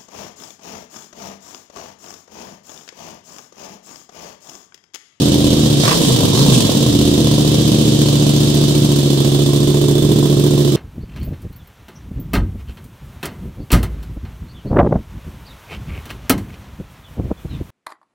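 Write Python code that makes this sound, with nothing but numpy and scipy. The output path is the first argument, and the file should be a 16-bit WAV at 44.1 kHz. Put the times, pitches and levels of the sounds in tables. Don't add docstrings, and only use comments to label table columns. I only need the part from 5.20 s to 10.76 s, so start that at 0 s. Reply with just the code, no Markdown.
import sys
import numpy as np
from scipy import signal
from scipy.fft import rfft, irfft, next_fast_len
from scipy.io import wavfile
from scipy.ndimage import uniform_filter1d, map_coordinates

SR = 44100
rng = np.random.default_rng(int(sys.argv[2]) if len(sys.argv) > 2 else 0)


def bounce(signal):
    frames = np.transpose(np.atleast_2d(signal))
    limited = np.clip(frames, -1, 1)
    pcm = np.round(limited * 32767).astype(np.int16)
    wavfile.write(sys.argv[1], SR, pcm)


N = 245195
TIME = np.arange(N) / SR

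# centre in Hz, width in Hz, share cancelled in dB.
CHAMBER_NOTCH = [(90.7, 16, -2)]


def amp(db):
    return 10 ** (np.asarray(db) / 20)


def unit(x):
    return x / np.sqrt(np.mean(x ** 2) + 1e-20)


def steady(x):
    power = np.mean(np.atleast_2d(x) ** 2, axis=0)
    power = uniform_filter1d(uniform_filter1d(power, size=6100), size=3050)
    return x / np.sqrt(np.abs(power) + 1e-12)


def along(points, hz):
    f, values = np.transpose(points)
    return np.interp(np.log(hz + 1), np.log(f + 1), values)


def filtered(x, response):
    size = next_fast_len(N + SR // 2)
    return irfft(rfft(x, size) * response(np.fft.rfftfreq(size, 1 / SR)), size)[..., :N]


def coloured(x, spectrum):
    return unit(filtered(x, lambda f: amp(along(spectrum, f))))


def ring(x, modes):
    return filtered(x, lambda f: sum(
        amp(db) * 1j * f * width / (hz * hz - f * f + 1j * f * width) for hz, width, db in modes))


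def fading(x, decay_s):
    return signal.lfilter([1], [1, -np.exp(-1 / (SR * decay_s))], x)


def lagged(x, lag_s):
    return (1 - np.exp(-1 / (SR * lag_s))) * fading(x, lag_s)


def noise(alike):
    return np.sqrt(alike) * rng.standard_normal(N) + np.sqrt(1 - alike) * rng.standard_normal((2, N))


def impulses(times, sizes):
    inside = (times >= 0) & (times < (N - 1) / SR)
    return np.bincount((times[inside] * SR).astype(int), sizes[inside], N)


def patter(per_s):
    return (rng.random(N) < per_s / SR) * (.5 + rng.random(N))


def garage(x):
    # frequency in Hz, time to decay by 60 dB in seconds.
    decay_times = [(100, 0.55), (500, 0.29), (3000, 0.11), (12000, 0.047)]
    wet_db = [(140, -25), (350, -20), (700, -10), (3000, -9), (12000, -14)]
    hz, t, spectra = signal.stft(rng.standard_normal((2, SR // 2)), SR, nperseg=256)
    tail = signal.istft(spectra * amp(-60 * t / along(decay_times, hz)[:, None]), SR, nperseg=256)[1]
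    wet = signal.fftconvolve(x, tail / np.linalg.norm(tail[0]), axes=1)[:, :N]
    return filtered(wet, lambda f: amp(along(wet_db, f)))


def pings(hz=7400):
    # start in seconds, level in dB.
    strikes = [(5.028, -25), (5.516, -25)]
    times, db = np.transpose(strikes)
    return fading(impulses(times, amp(db)), decay_s=.016) * np.sin(2 * np.pi * hz * TIME)


def rattles(edge_s=.011):
    # start in seconds, length in seconds, level in dB.
    spells = [(0.815, 0.13, -23.5), (1.282, 0.136, -23.5)]
    # frequency in Hz, relative spectral density in dB.
    clatter_spectrum = [(1500, -40), (2600, -0.5), (3300, 9), (4500, 1.5), (6000, 2), (8200, 5),
                        (11000, -7), (15000, -26)]
    slack = sum(amp(db) * np.interp(TIME, [s - edge_s, s, s + span, s + span + edge_s], [0, 1, 1, 0])
                for s, span, db in spells)
    impacts = .23 + fading(patter(per_s=420), decay_s=.0043)
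    return slack * coloured(impacts * noise(alike=.05), clatter_spectrum)


def intake(puff, load, level):
    # frequency in Hz, relative spectral density in dB.
    rush_spectrum = [(80, -36), (300, -12), (700, -2.5), (1500, -4.5), (2300, -11), (4000, -25),
                     (8000, -18), (15000, -42)]
    plate_spectrum = [(1500, -35), (2700, -19), (3400, 0), (4300, 7), (5500, 2), (8000, -3), (14000, -18)]
    gulps = .23 + fading(puff, decay_s=.028)
    rush = steady(coloured(gulps * noise(alike=.038), rush_spectrum))
    hiss = np.tanh(10 * load) * coloured(noise(alike=.05), plate_spectrum)
    return level(-51.5, speed_db=16, load_db=29, turn_db=11) * rush + amp(-23) * hiss


def mechanics(puff, level):
    # frequency in Hz, relative spectral density in dB.
    hiss_spectrum = [(80, -8), (400, 12), (900, -7), (2000, -15), (2600, -10), (3100, 0.5), (3600, 2),
                     (5000, -4), (7200, -6), (9500, -11.5), (12500, -18), (16000, -75)]
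    tick_spectrum = [(2000, -7.5), (3500, -75), (6000, -8.5), (9000, -1.5), (12500, -3.5), (15500, -3.5)]
    # centre in Hz,
    # width in Hz, relative gain in dB, time when nearest in seconds, half span in seconds.
    casing_modes = [(3680, 270, -6, 0.18, 0.63), (3900, 130, -8, 1.85, 0.16), (3220, 290, -2, 2.6, 0.18),
                    (3610, 50, -2, 3.62, 0.29), (3470, 100, 9, 4.1, 0.22), (3480, 130, 9.5, 4.85, 0.35),
                    (4440, 280, 1, 3.7, 1.3), (6950, 100, -3, 1.3, 1.1), (6480, 120, 0, 2.9, 0.4),
                    (7530, 130, -2, 3.6, 1.8), (6680, 90, 3, 4.5, 0.65), (7300, 60, 4, 4.7, 0.7),
                    (8070, 150, 3.5, 4.5, 0.6)]
    swell = 1 + fading(puff, decay_s=.0078)
    hiss = steady(coloured(swell * noise(alike=.072), hiss_spectrum))
    shake = steady(swell ** 2 * noise(alike=.03))
    casing = unit(sum(ring(shake, [(hz, width, db)]) / (1 + ((TIME - s) / half) ** 2)
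                      for hz, width, db, s, half in casing_modes))
    snap = fading(puff, decay_s=.0005)
    second_snap = np.roll(.75 * snap + .33 * fading(puff, decay_s=.018), round(.002 * SR))
    strays = .19 * fading(patter(per_s=110), decay_s=.0014)
    envelope = .7 * snap + second_snap + strays + .02
    ticks = steady(coloured(envelope * noise(alike=.033), tick_spectrum))
    return (level(-20, speed_db=4, load_db=-.5, turn_db=-6.5) * hiss
            + level(-32.5, speed_db=4, load_db=-9, turn_db=-6) * casing
            + level(-32.5, speed_db=6, load_db=-2, turn_db=0) * ticks)


def pops():
    # start in seconds, relative level in dB.
    bangs = [(0.902, -17), (1.031, -14), (1.444, -14), (1.494, -14), (5.028, -17)]
    # frequency in Hz, relative spectral density in dB.
    bang_spectrum = [(70, -12), (250, 2), (500, 1), (670, 0), (820, -9), (1080, -4), (1400, -20),
                     (2200, -45)]
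    times, db = np.transpose(bangs)
    bursts = fading(impulses(times, amp(db)), decay_s=.0011) * noise(alike=.94)
    return amp(22) * filtered(bursts, lambda f: amp(along(bang_spectrum, f)))


def cracks():
    # start in seconds, relative level in dB.
    hard_firings = [(0.635, -21), (0.654, -19), (0.659, -21), (0.679, -12.5), (0.684, -15), (0.695, -14),
                    (0.712, -13.5), (0.718, -17), (0.73, -15.5), (1.175, -19)]
    # centre in Hz, width in Hz, relative gain in dB.
    tip_modes = [(640, 200, -7), (1060, 240, 0), (1650, 450, -8), (2350, 600, -13)]
    # frequency in Hz, relative spectral density in dB.
    spray_spectrum = [(300, -11), (650, 5), (820, 11.5), (1080, 19), (1400, -4.5), (3000, 7.5), (5000, -5),
                      (9000, -6), (15000, -15)]
    times, db = np.transpose(hard_firings)
    fronts = impulses(times, amp(db))
    spray = fading(fronts, decay_s=.004) * coloured(noise(alike=.51), spray_spectrum)
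    return amp(33) * ring(fronts, tip_modes) + spray


def crank(open_s=.02, close_s=.0629, pull_rpm=8761.1, friction_rpm=543.4, fill_s=.012):
    # time in seconds, crank speed in rpm.
    idle_speeds = [(0.0, 1925.0), (0.3, 1933.0), (0.55, 1699.0), (1.1, 1795.0), (1.75, 1885.0),
                   (1.9, 1932.0), (2.05, 1759.0), (2.25, 1763.0), (2.5, 1801.0), (2.8, 1736.0),
                   (3.65, 1731.0), (3.95, 1652.0), (4.35, 1704.0), (4.7, 1714.0), (4.9, 1767.0),
                   (5.1, 1700.0), (5.3, 1736.0), (5.56, 1632.0)]
    # start in seconds, time until closing in seconds, throttle opening from 0 to 1.
    blips = [(.567, .1506, .876), (1.105, .1081, .571)]
    throttle = sum(np.interp(TIME, [s, s + open_s, s + held, s + held + close_s], [0, 1, 1, 0]) * opening
                   for s, held, opening in blips)
    idle = np.interp(TIME, *np.transpose(idle_speeds))
    rpm = idle + np.maximum(pull_rpm * lagged(throttle, lag_s=.3354) - friction_rpm, 0)
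    load = lagged(lagged(throttle, fill_s), fill_s) ** 3.2
    return rpm, np.log2(rpm / idle), load


def fast_flow(rpm):
    return np.clip(rpm / 1900 - 1, 0, 1)


def merged(doublings):
    return np.clip(doublings / .65, 0, 1)


def stumbles():
    # centre in seconds, half length in seconds, dip in dB.
    dips = [(0.798, 0.096, -5.5), (0.973, 0.029, -7), (1.41, 0.0076, -8), (1.485, 0.063, -1.5)]
    return sum(db * np.exp(-((TIME - s) / half) ** 2) for s, half, db in dips)


def firings(rpm, jitter_s=.00007, echo_s=.0137):
    # angle in degrees, strength in dB, relative echo in dB.
    firing_order = [(0, -1.5, -1.5), (281.6, -1.5, -1.5)]
    degrees, strength_db, echo_db = np.transpose(firing_order)
    cycles = .1 + np.cumsum(rpm / 120) / SR
    due = np.arange(int(cycles[-1]) + 1)[:, None] + degrees / 720
    time_scatter, size_scatter, puff_scatter = rng.standard_normal((3,) + due.shape)
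    times = np.interp(due, cycles, TIME, left=-1, right=-1) + jitter_s * time_scatter
    revved = np.interp(due, cycles, fast_flow(rpm))
    size_db = strength_db + (.45 + .1 * revved) * size_scatter
    blast = impulses(times, amp(size_db))
    echo = impulses(times + echo_s, amp(size_db + echo_db) * np.exp(-4 * revved))
    puff = impulses(times, amp(size_db + 3.2 * np.tanh(puff_scatter))) + .22 * echo
    return blast, echo, puff


def outflow(push, rpm, valve_hz=345, radiation_hz=70):
    turbulence = .003 + .006 * fast_flow(rpm)
    flow = push + turbulence * fading(push, decay_s=.05) * rng.standard_normal(N)
    valve = lambda f: 1 / (1 + 1.25j * f / valve_hz - (f / valve_hz) ** 2) ** 2
    flow = filtered(flow, lambda f: valve(f) * 1j * f / (radiation_hz + 1j * f))
    return flow - ring(flow, CHAMBER_NOTCH)


def drone(rpm, doublings, load, rough_db=1.3, sway_radians=.14):
    # multiple of the cycle rate, relative level in dB.
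    harmonics = [(5, 0), (6, -8), (7, -11), (8, -14), (10, -17), (13, -12), (15, -13), (18, -14)]
    # centre in Hz, width in Hz, gain in dB.
    pipe_modes = [(139, 26, 0), (174, 24, -4), (280, 80, -3), (468, 36, 2), (555, 60, -3)]
    cycles = np.cumsum(rpm / 120) / SR
    per_firing = lambda: map_coordinates(rng.standard_normal(N // 100), [2 * cycles])
    note = np.zeros(N)
    for multiple, db in harmonics:
        size = np.sqrt(2) * amp(db + rough_db * np.tanh(per_firing()))
        note += size * np.sin(2 * np.pi * multiple * cycles + sway_radians * per_firing())
    strength = merged(doublings) * amp(-11 - 5 * load + stumbles())
    sung = ring(strength * note, pipe_modes)
    return sung - ring(sung, CHAMBER_NOTCH)


def exhaust(blast, echo, puff, rpm, doublings, level, build_up_s=.0033):
    # centre in Hz, width in Hz, relative gain in dB.
    low_modes = [(53.5, 8, -10), (118.5, 10, 5.5), (140, 9.5, 7.3), (182, 12, 3), (223, 31, -4),
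                 (296, 42, 0)]
    middle_modes = [(352, 16, -9), (408, 16, 0), (456, 22, -8)]
    upper_modes = [(468, 25, 1), (530.2, 8.2, -3), (658, 52, -5.5)]
    can_modes = [(358, 26, 0)]
    tip_modes = [(624, 160, 0), (1100, 140, -15)]
    # frequency in Hz, relative spectral density in dB.
    rasp_spectrum = [(70, -5), (250, 11.5), (500, -13), (670, -13), (820, -12), (1080, -9), (1400, -28),
                     (2200, -60), (4000, -74), (9000, -43)]
    flow = outflow(blast + echo, rpm)
    boom = ring(flow, low_modes)
    boom = np.where(np.cumsum(blast) > 0, boom, np.roll(boom, -round(SR * 120 / rpm[0])))
    boom = steady(boom) * amp(-6.5 * merged(doublings))
    late = lambda x: filtered(x, lambda f: np.exp(-2j * np.pi * f * build_up_s))
    bark = steady(late(ring(flow, middle_modes)))
    hollow = steady(late(ring(outflow(echo, rpm), can_modes)))
    blare = steady(ring(flow, upper_modes))
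    knock = steady(ring(ring(blast + .45 * echo, tip_modes), tip_modes))
    jet = (fading(puff, decay_s=.004) + .15) * noise(alike=.8)
    rasp = steady(coloured(jet, rasp_spectrum))
    return amp(stumbles()) * (
        level(-11.7, speed_db=-4, load_db=-6.5, turn_db=-.5) * boom
        + level(-27.5, speed_db=-8, load_db=-20, turn_db=8) * bark
        + level(-40.5, speed_db=5, load_db=-13, turn_db=16.5) * hollow
        + level(-26, speed_db=1, load_db=1, turn_db=-23) * blare
        + level(-38.5, speed_db=-2, load_db=13, turn_db=-.5) * knock
        + level(-25.5, speed_db=18.5, load_db=-10.5, turn_db=2) * rasp)


def scene(left_lead_s=.000225, turn_pan_db=-2.5):
    # time in seconds, turn from 0 (engine) to 1 (silencer's tip).
    swing = [(0, 0), (1.8, 0.03), (3.2, 0.13), (4.1, 0.55), (4.7, 0.93), (5.56, 0.81)]
    # frequency in Hz, left minus right in dB.
    balance = [(150, -1.5), (500, -1.7), (1000, 2), (3000, -3.5), (5000, -4), (8000, -3), (12000, 4.5),
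               (16000, 7.5)]
    rpm, doublings, load = crank()
    turn = np.interp(TIME, *np.transpose(swing))
    revved = np.minimum(doublings, .55)

    def level(idle_db, speed_db, load_db, turn_db):
        return amp(idle_db + speed_db * revved + load_db * load + turn_db * turn)

    blast, echo, puff = firings(rpm)
    pipe = exhaust(blast, echo, puff, rpm, doublings, level) + drone(rpm, doublings, load)
    bike = pipe + pops() + cracks() + mechanics(puff, level) + rattles() + pings()
    bike += intake(puff, load, level)
    sides = np.array([[.5], [-.5]])
    heard = (bike + garage(bike)) * amp(sides * turn_pan_db * turn)
    arrival = lambda f: np.exp(2j * np.pi * f * sides * left_lead_s)
    return filtered(heard, lambda f: amp(sides * along(balance, f)) * arrival(f))


def record(dry, ceiling=.9, top_hz=15750):
    rounded = dry / (1 + np.abs(dry / ceiling) ** 5) ** (1 / 5)
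    return filtered(rounded, lambda f: f < top_hz)


dry = scene()
out = record(dry)
bounce(out)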